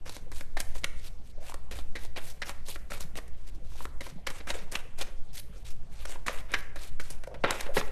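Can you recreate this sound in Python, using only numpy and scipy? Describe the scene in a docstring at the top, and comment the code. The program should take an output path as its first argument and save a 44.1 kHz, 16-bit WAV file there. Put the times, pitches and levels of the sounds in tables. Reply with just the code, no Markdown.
"""A small quiet room, microphone close to the hands: a deck of cards is shuffled overhand.
In uneven flurries, packets of cards slap onto the pile (crowds of tiny ticks ringing pile and table)
and others slide out with a bright hiss (dense random grains). Knuckles and fingertips tap dully;
at the end the deck is knocked square on the table. The room answers with a short tail of reflections.
Moving air heaves far below, over a faint hush and a wavering drone (filtered noise)."""
import sys
import numpy as np
from scipy import signal
from scipy.io import wavfile

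SR = 44100
rng = np.random.default_rng(int(sys.argv[2]) if len(sys.argv) > 2 else 0)


def int16_out(signal):
    """Quantize to a 16-bit WAV file."""
    q = np.round(np.clip(np.atleast_2d(signal).T, -1, 1) * 32767)
    wavfile.write(sys.argv[1], SR, q.astype(np.int16))


def how_loud(loudness_db):
    """Turn decibels into a plain amplitude multiplier (0 dB gives 1, 20 dB gives 10)."""
    steps = np.asarray(loudness_db, float) / 20
    return 10 ** steps


N = 348831  # samples

# room hush, relative level by frequency: pitch_hz, level_db (per Hz)
HUSH_SPECTRUM = [(20, -8), (45, -4.5), (100, -8), (250, -23.5), (600, -25.5), (1200, -37), (3000, -40.5),
                 (8000, -47), (14000, -63)]
# cards sliding over each other, and at 7.44 s the deck rattling after a knock: # start_s, speeding_up_ms,
# slowing_ms, hiss_level_db (at full pressure), middle_db (against the hiss)
CARD_SLIDES = [(0.056, 11.2, 19, -48.5, 0), (0.093, 27, 64, -50, -11), (0.318, 54, 56, -49.5, -10),
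               (0.573, 30, 18, -45.5, -2), (0.632, 55, 57, -61, -9), (0.743, 11, 42, -47.5, -11),
               (0.958, 38, 29, -55.5, -12), (1.032, 37, 15, -50, -7), (1.23, 45, 40, -63.5, -18),
               (1.407, 97, 19, -50, -3), (1.711, 63, 38, -48.5, -2.5), (1.963, 75, 26, -51, -6),
               (2.17, 14, 8.5, -47.5, 6), (2.201, 100, 20.4, -48, -9.5), (2.447, 34, 39, -47.5, -1),
               (2.655, 52, 48, -46.5, -15), (2.904, 24, 55, -46, -1), (2.999, 14, 29, -47, -5.5),
               (3.158, 12, 19, -44.5, -4), (3.36, 16, 77, -67.5, -3), (3.449, 47, 5.2, -56.5, -11),
               (3.542, 8.4, 9.9, -62.5, -18), (3.645, 100, 84, -58.5, -6), (3.761, 66, 22, -52, -6),
               (4.012, 56, 42, -48.5, -4.5), (4.278, 15, 110, -53, -0.5), (4.48, 24.5, 16, -39.5, 1),
               (4.538, 5.3, 97, -52.5, 2.5), (4.722, 14, 70, -49.5, 3.5), (4.979, 43, 5.1, -40, 2),
               (5.05, 62, 16, -71, 11), (5.333, 52.5, 13, -44, -15), (5.52, 46, 61, -63, -8),
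               (5.647, 7.8, 74, -52, -7.5), (5.901, 128, 33, -57, -2.5), (6.062, 70, 19, -48, -3),
               (6.263, 6.1, 140, -48, 0.5), (6.489, 52, 27, -50, 6.5), (6.574, 11, 24, -48.5, -3),
               (6.765, 59, 71, -49.5, -5), (6.997, 7.6, 98, -52, -20), (7.059, 73, 56, -63, 6),
               (7.44, 48, 41, -61.5, 26), (7.51, 17, 79, -49.5, 6), (7.588, 15, 72, -52.5, 4.5),
               (7.742, 29.4, 30, -35.5, -4), (7.83, 48, 50, -65, 8)]
# deck or hand dragged over the table, a low hum alone:
# start_s, speeding_up_ms, slowing_ms, level_db (at full pressure)
TABLE_DRAGS = [(1.35, 26, 90, -53.5), (7.272, 16, 91, -44), (7.66, 23, 38, -39.5)]
# paper hiss in the air, relative level by frequency: pitch_hz, level_db (per Hz)
HISS_SPECTRUM = [(1180, -22), (2000, -1), (4900, 5.5), (5310, 1.5), (5910, 2.5), (11000, -2), (14000, -35)]
# resonances of the pile held in the hands: pitch_hz, width_hz, level_db (relative)
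PILE_MODES = [(1260, 380, -39), (1500, 360, -0.5), (2010, 110, -14), (2305, 640, 14.5), (3840, 270, 9)]
# resonances of the table under the deck: pitch_hz, width_hz, level_db (relative)
TABLE_MODES = [(350, 80, -8), (465, 60, -3), (570, 70, 1), (800, 140, -12)]
# packets of cards landing on the pile:
# start_s, slap_peak_db, slap_pitch_hz, treble_db (against the slap peak), spread_ms
PACKET_SLAPS = [(0.0613, -39, 1550, -30.5, 1.7), (0.0933, -31.5, 3900, -15.5, 4.5),
                (0.1645, -35.5, 930, -14.5, 3.9), (0.3156, -39, 1670, -13.5, 7.1),
                (0.4086, -33.5, 1500, -19, 3.3), (0.5687, -23.5, 1700, -24.5, 4.8),
                (0.6012, -26.5, 2290, -7, 5.9), (0.7512, -40, 920, -24, 9.3),
                (0.8353, -32, 1940, -30.5, 2.3), (0.8419, -16.5, 2150, -20.5, 2.6),
                (1.496, -44, 1090, -6.5, 7.1), (1.5407, -32, 1080, -15.5, 2.8),
                (1.709, -33.5, 2400, -17.5, 14.5), (1.7873, -34, 3920, -30, 3.4),
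                (1.952, -29, 2020, -24.5, 11.5), (2.049, -43, 3600, -10, 3.4),
                (2.1592, -29.5, 2300, -29, 6.3), (2.1681, -29.5, 2440, -23, 6),
                (2.4176, -22, 2170, -28.5, 9.6), (2.4927, -27.5, 970, -18.5, 4),
                (2.6836, -35.5, 2350, -8, 7), (2.7576, -32, 1390, -26, 3.6),
                (2.9014, -38.5, 1200, -11.5, 12), (2.9175, -29, 1510, -25, 4.3),
                (3.0043, -37, 3100, -5.5, 4.3), (3.1552, -35, 2060, -22, 1.6),
                (3.1717, -34, 3960, -19, 8.5), (3.1852, -30.5, 1140, -27, 2.3), (3.2784, -65, 3000, 5, 4.6),
                (3.804, -46, 1101, -29, 5.7), (3.8533, -26, 1050, -26, 1.9),
                (4.0048, -28.5, 1970, -23, 8.9), (4.0643, -38.5, 910, -21, 7.9),
                (4.266, -20.5, 2130, -21, 9.7), (4.2723, -26, 2250, -36, 2.8),
                (4.3007, -31, 1930, -15.5, 4.9), (4.403, -36.5, 2100, -38, 6),
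                (4.4699, -29.5, 1260, -21, 8), (4.5028, -19, 2240, -28, 4.8), (4.715, -40, 1410, -1.5, 11),
                (4.7527, -17, 2630, -25, 3.6), (4.9851, -47.5, 2370, 1, 13),
                (5.0101, -22, 3740, -19.5, 4.8), (6.0527, -29.5, 1060, -17.5, 2.6),
                (6.094, -40, 1020, -13, 4.2), (6.1546, -37.5, 918, -31, 6.1),
                (6.2621, -28.5, 1510, -16.5, 7), (6.2803, -14.5, 1180, -30, 5.3),
                (6.5178, -39, 1870, -11, 1.9), (6.537, -12.5, 1750, -32.5, 6.6),
                (6.7577, -32.5, 1540, -20.5, 9.3), (6.997, -26.5, 1600, -23, 6.1),
                (7.1002, -44, 910, 1, 12.4), (7.2344, -38, 1480, -17.5, 7),
                (7.2706, -44.5, 1000, -13.5, 3.9), (7.3419, -39, 918, -25, 5.6),
                (7.5063, -15, 1390, -18, 2.8), (7.6068, -25, 2010, -14, 3.4), (7.748, -47, 1500, -6, 16)]
# the whole deck knocked on the table:
# start_s, slap_peak_db, slap_pitch_hz, thud_db (against the slap peak), spread_ms
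DECK_KNOCKS = [(7.437, -12, 1320, -10.5, 11), (7.6599, -36, 1260, -5.5, 11), (7.766, -19, 1950, -3.5, 9.9),
               (7.81, -24, 980, -22, 4.1)]
# knuckles and fingertips tapping table or deck: start_s, peak_db, pitch_hz
HAND_TAPS = [(0.569, -27.5, 745), (1.4955, -37.5, 885), (1.5214, -35.5, 980), (3.046, -40, 154),
             (3.72, -48, 1000), (3.754, -46.5, 730), (3.806, -33.5, 1000), (3.854, -38, 1070),
             (4.123, -45, 149), (4.16, -37, 172), (4.552, -32.5, 464), (5.494, -46, 175),
             (6.295, -29.5, 546), (7.274, -32.5, 537)]


def rms_one(x):
    """Scales a signal to an rms of 1."""
    return x / np.sqrt(np.mean(x ** 2) + 1e-20)


def band(x, low_hz, high_hz):
    """Keeps what lies between two frequencies."""
    sos = signal.butter(2, [low_hz, min(high_hz, 0.45 * SR)], "band", fs=SR, output="sos")
    return signal.sosfilt(sos, x)


def below(x, hz):
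    """Keeps what lies below a frequency."""
    return signal.sosfilt(signal.butter(4, hz, fs=SR, output="sos"), x)


def resonance(x, hz, width_hz):
    """One damped mode: the wider it is, the sooner its ringing dies."""
    r = np.exp(-np.pi * width_hz / SR)
    numerator = [(1 - r * r) / 2, 0, (r * r - 1) / 2]
    return signal.lfilter(numerator, [1, -2 * r * np.cos(2 * np.pi * hz / SR), r * r], x)


def body(x, modes):
    """A solid object driven by x: its modes in parallel, with alternating signs."""
    total = 0
    for k, (hz, width_hz, level_db) in enumerate(modes):
        total = total + (-1) ** k * how_loud(level_db) * resonance(x, hz, width_hz)
    return total


def drift(corner_hz):
    """Slow random wander of rms 1: noise through a two-pole lowpass, one knot every 40 samples."""
    knots = rng.standard_normal(N // 40 + 2002)
    r = np.exp(-80 * np.pi * corner_hz / SR)
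    slow = signal.lfilter([1], [1, -2 * r, r * r], knots)[2000:]  # settled part only
    return np.interp(np.arange(N) / 40, np.arange(len(slow)), rms_one(slow))


def coloured(noises, spectrum, patchy_db):
    """Half-octave bands taken in turn from two noises, each with its level and flicker; rms 1."""
    hz, db = np.transpose(spectrum)
    edges_hz = 18 * 2 ** np.arange(0, 10.1, 0.5)
    out = 0
    for k, (low_hz, high_hz) in enumerate(zip(edges_hz, edges_hz[1:])):
        level_db = np.interp(np.log(low_hz * high_hz) / 2, np.log(hz), db)
        flicker_db = patchy_db * drift(13.5)
        out = out + how_loud(level_db + flicker_db) * band(noises[k % 2], low_hz, high_hz)
    return rms_one(out)


def grains(shape, per_s, uneven_db):
    """Tiny contacts at random moments, of either sign, most small, a few large."""
    size_draw, sign_draw, moment_draw = rng.random((3, *shape))
    sizes = how_loud(uneven_db * np.minimum(-np.log(size_draw + 1e-9), 4))
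    sizes = sizes * np.sign(sign_draw - 0.5)
    return sizes * (moment_draw < per_s / SR) + 1e-18


def air():
    """Faint hush with a wavering drone near 54 Hz, and the slow heave of moving air."""
    hush_db, drone_db, heave_db, gusts_db = -51.5, -51, -27.5, 1.5
    white = rng.standard_normal((4, N))
    hush = how_loud(hush_db) * coloured(white, HUSH_SPECTRUM, patchy_db=3.5)
    # noise through two narrow resonances wavers by itself
    drone = how_loud(drone_db) * rms_one(resonance(resonance(white[2], 54, 4), 54, 4))
    heave = how_loud(heave_db + gusts_db * drift(1.37)) * rms_one(band(white[3], 2.0, 8.83))
    return hush + drone + heave


def stroke(press, start_s, rise_ms, fall_ms, gains):
    """Adds the pressure of one slide: the card catches at once, speeds up, slows and trails off."""
    fastest_s = start_s + max(rise_ms, 1) / 1000
    end_s = start_s + (max(rise_ms, 1) + max(fall_ms, 1)) / 1000
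    times_s = [start_s - 0.005, start_s, fastest_s, end_s, end_s + 0.0071, end_s + 0.087]
    shares = [0, 0.18, 1, 0.44, 0.14, 0]  # caught, fastest, slowed, trailing
    return press + gains * np.interp(np.arange(N) / SR, times_s, shares)


def rubs():
    """Paper rubbing on paper: dense grains, bright in the air, duller through pile and table."""
    rustle_db = -3.5  # low rustle of a slide, against its middle
    drag_hz, drag_width_hz = 537, 176  # the table top hums under a drag
    press, drag = np.zeros((3, N)), np.zeros(N)
    for start_s, rise_ms, fall_ms, hiss_db, middle_db in CARD_SLIDES:
        levels_db = [[hiss_db], [hiss_db + middle_db], [hiss_db + middle_db + rustle_db]]
        press = stroke(press, start_s, rise_ms, fall_ms, how_loud(levels_db))
    for start_s, rise_ms, fall_ms, level_db in TABLE_DRAGS:
        drag = stroke(drag, start_s, rise_ms, fall_ms, how_loud(level_db))
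    flutter = how_loud(2.2 * drift(60))  # the rubbing catches and slips
    rub = grains((5, N), 4500, uneven_db=4.2) * flutter
    hiss = coloured(rub, HISS_SPECTRUM, patchy_db=2.6)
    middle = body(rub[2], PILE_MODES) + how_loud(12.5) * band(rub[3], 810, 2000)
    middle = rms_one(below(middle, 5550))
    rustle = body(rub[3], TABLE_MODES) + how_loud(-9) * band(rub[4], 250, 1100)
    rustle = rms_one(below(rustle, 1000))
    hum = resonance(rub[4] * how_loud(3.3 * drift(40)), drag_hz, drag_width_hz)
    hum = rms_one(resonance(hum, drag_hz, 1.8 * drag_width_hz))
    return press[0] * hiss + press[1] * middle + press[2] * rustle + drag * hum


def slaps():
    """The cards of a packet land within a few ms: a crowd of ticks that thins out, ringing pile and table."""
    thud_db_at_full, thud_follows = -32, 0.41  # thud of a 0 dB slap; its share of the slap's dB
    knock_treble_db = -42  # against the slap peak
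    landing_share = 0.27  # a packet's ticks build up over this share of its spread
    size = 4096
    t = np.arange(size) / SR
    out = np.zeros(N + size)
    blows = []
    for start_s, peak_db, hz, treble_db, spread_ms in PACKET_SLAPS:
        thud_db = thud_db_at_full + (thud_follows - 1) * peak_db  # against the slap peak
        blows.append((start_s, peak_db, hz, treble_db, thud_db, spread_ms))
    for start_s, peak_db, hz, thud_db, spread_ms in DECK_KNOCKS:
        blows.append((start_s, peak_db, hz, knock_treble_db, thud_db, spread_ms))
    ticks = grains((len(blows), 2, size), 3700, uneven_db=5.0)
    for (start_s, peak_db, hz, treble_db, thud_db, spread_ms), tick in zip(blows, ticks):
        build_up = 1 - np.exp(-1000 * t / (landing_share * spread_ms))
        thin_out = np.exp(-1000 * t / max(spread_ms, 0.5))
        faces, edges = tick * build_up * thin_out
        slap = resonance(faces, hz, 0.36 * hz)
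        slap = slap + how_loud(-20.5) * body(faces, PILE_MODES) + how_loud(-12) * band(edges, 735, 2950)
        slap = below(slap, 6200)
        crack = band(edges * np.exp(-t / 0.057), 4300, 10900)  # the first edges are the brightest
        thud = body(faces, TABLE_MODES) + how_loud(4.0) * band(edges, 167, 886)
        first = slice(0, 440)  # crack and thud are levelled by their first 10 ms
        sound = slap / np.abs(slap).max()
        sound = sound + how_loud(treble_db) * crack / np.std(crack[first])
        sound = sound + how_loud(thud_db) * thud / np.std(thud[first])
        at = round(start_s * SR)
        out[at:at + size] += how_loud(peak_db) * sound
    return out[:N]


def bumps():
    """A knuckle or fingertip lands: a soft, dull push that rings a few cycles."""
    out = 0
    for start_s, peak_db, hz in HAND_TAPS:
        push = np.full(N, 1e-18)
        push[round(start_s * SR)] = 1
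        ring = resonance(resonance(push, hz, 0.37 * hz), hz, 0.37 * hz)
        out = out + how_loud(peak_db) * ring / np.abs(ring).max()
    return out


def room(x):
    """A dense half-second tail of reflections; the treble dies sooner."""
    t60_s, treble_t60_s = 0.63, 0.54
    t = np.arange(SR // 2) / SR
    noise = rng.standard_normal(len(t)) * (1 - np.exp(-t / 0.0015))
    tail = band(noise, 204, 2920) * how_loud(-60 * t / t60_s)
    tail = tail + how_loud(-3.5) * band(noise, 1720, 21000) * how_loud(-60 * t / treble_t60_s)
    return signal.fftconvolve(x, tail / np.sqrt(np.sum(tail ** 2)))[:N]


def scene():
    """Cards and hands close by, their reflections 13.5 dB down, and the air; one channel."""
    cards = rubs() + slaps() + bumps()
    return (cards + how_loud(-13.5) * room(cards) + air())[None]


def top_cut(x):
    """Nothing passes above the cut-off."""
    return signal.sosfilt(signal.butter(12, 14480, fs=SR, output="sos"), x)


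def record(dry):
    """The top is cut steeply, 40 dB down from 14.6 kHz."""
    cut = signal.cheby2(10, 40, 14600, fs=SR, output="sos")
    return top_cut(signal.sosfilt(cut, dry))


dry = scene()
out = record(dry)
int16_out(out)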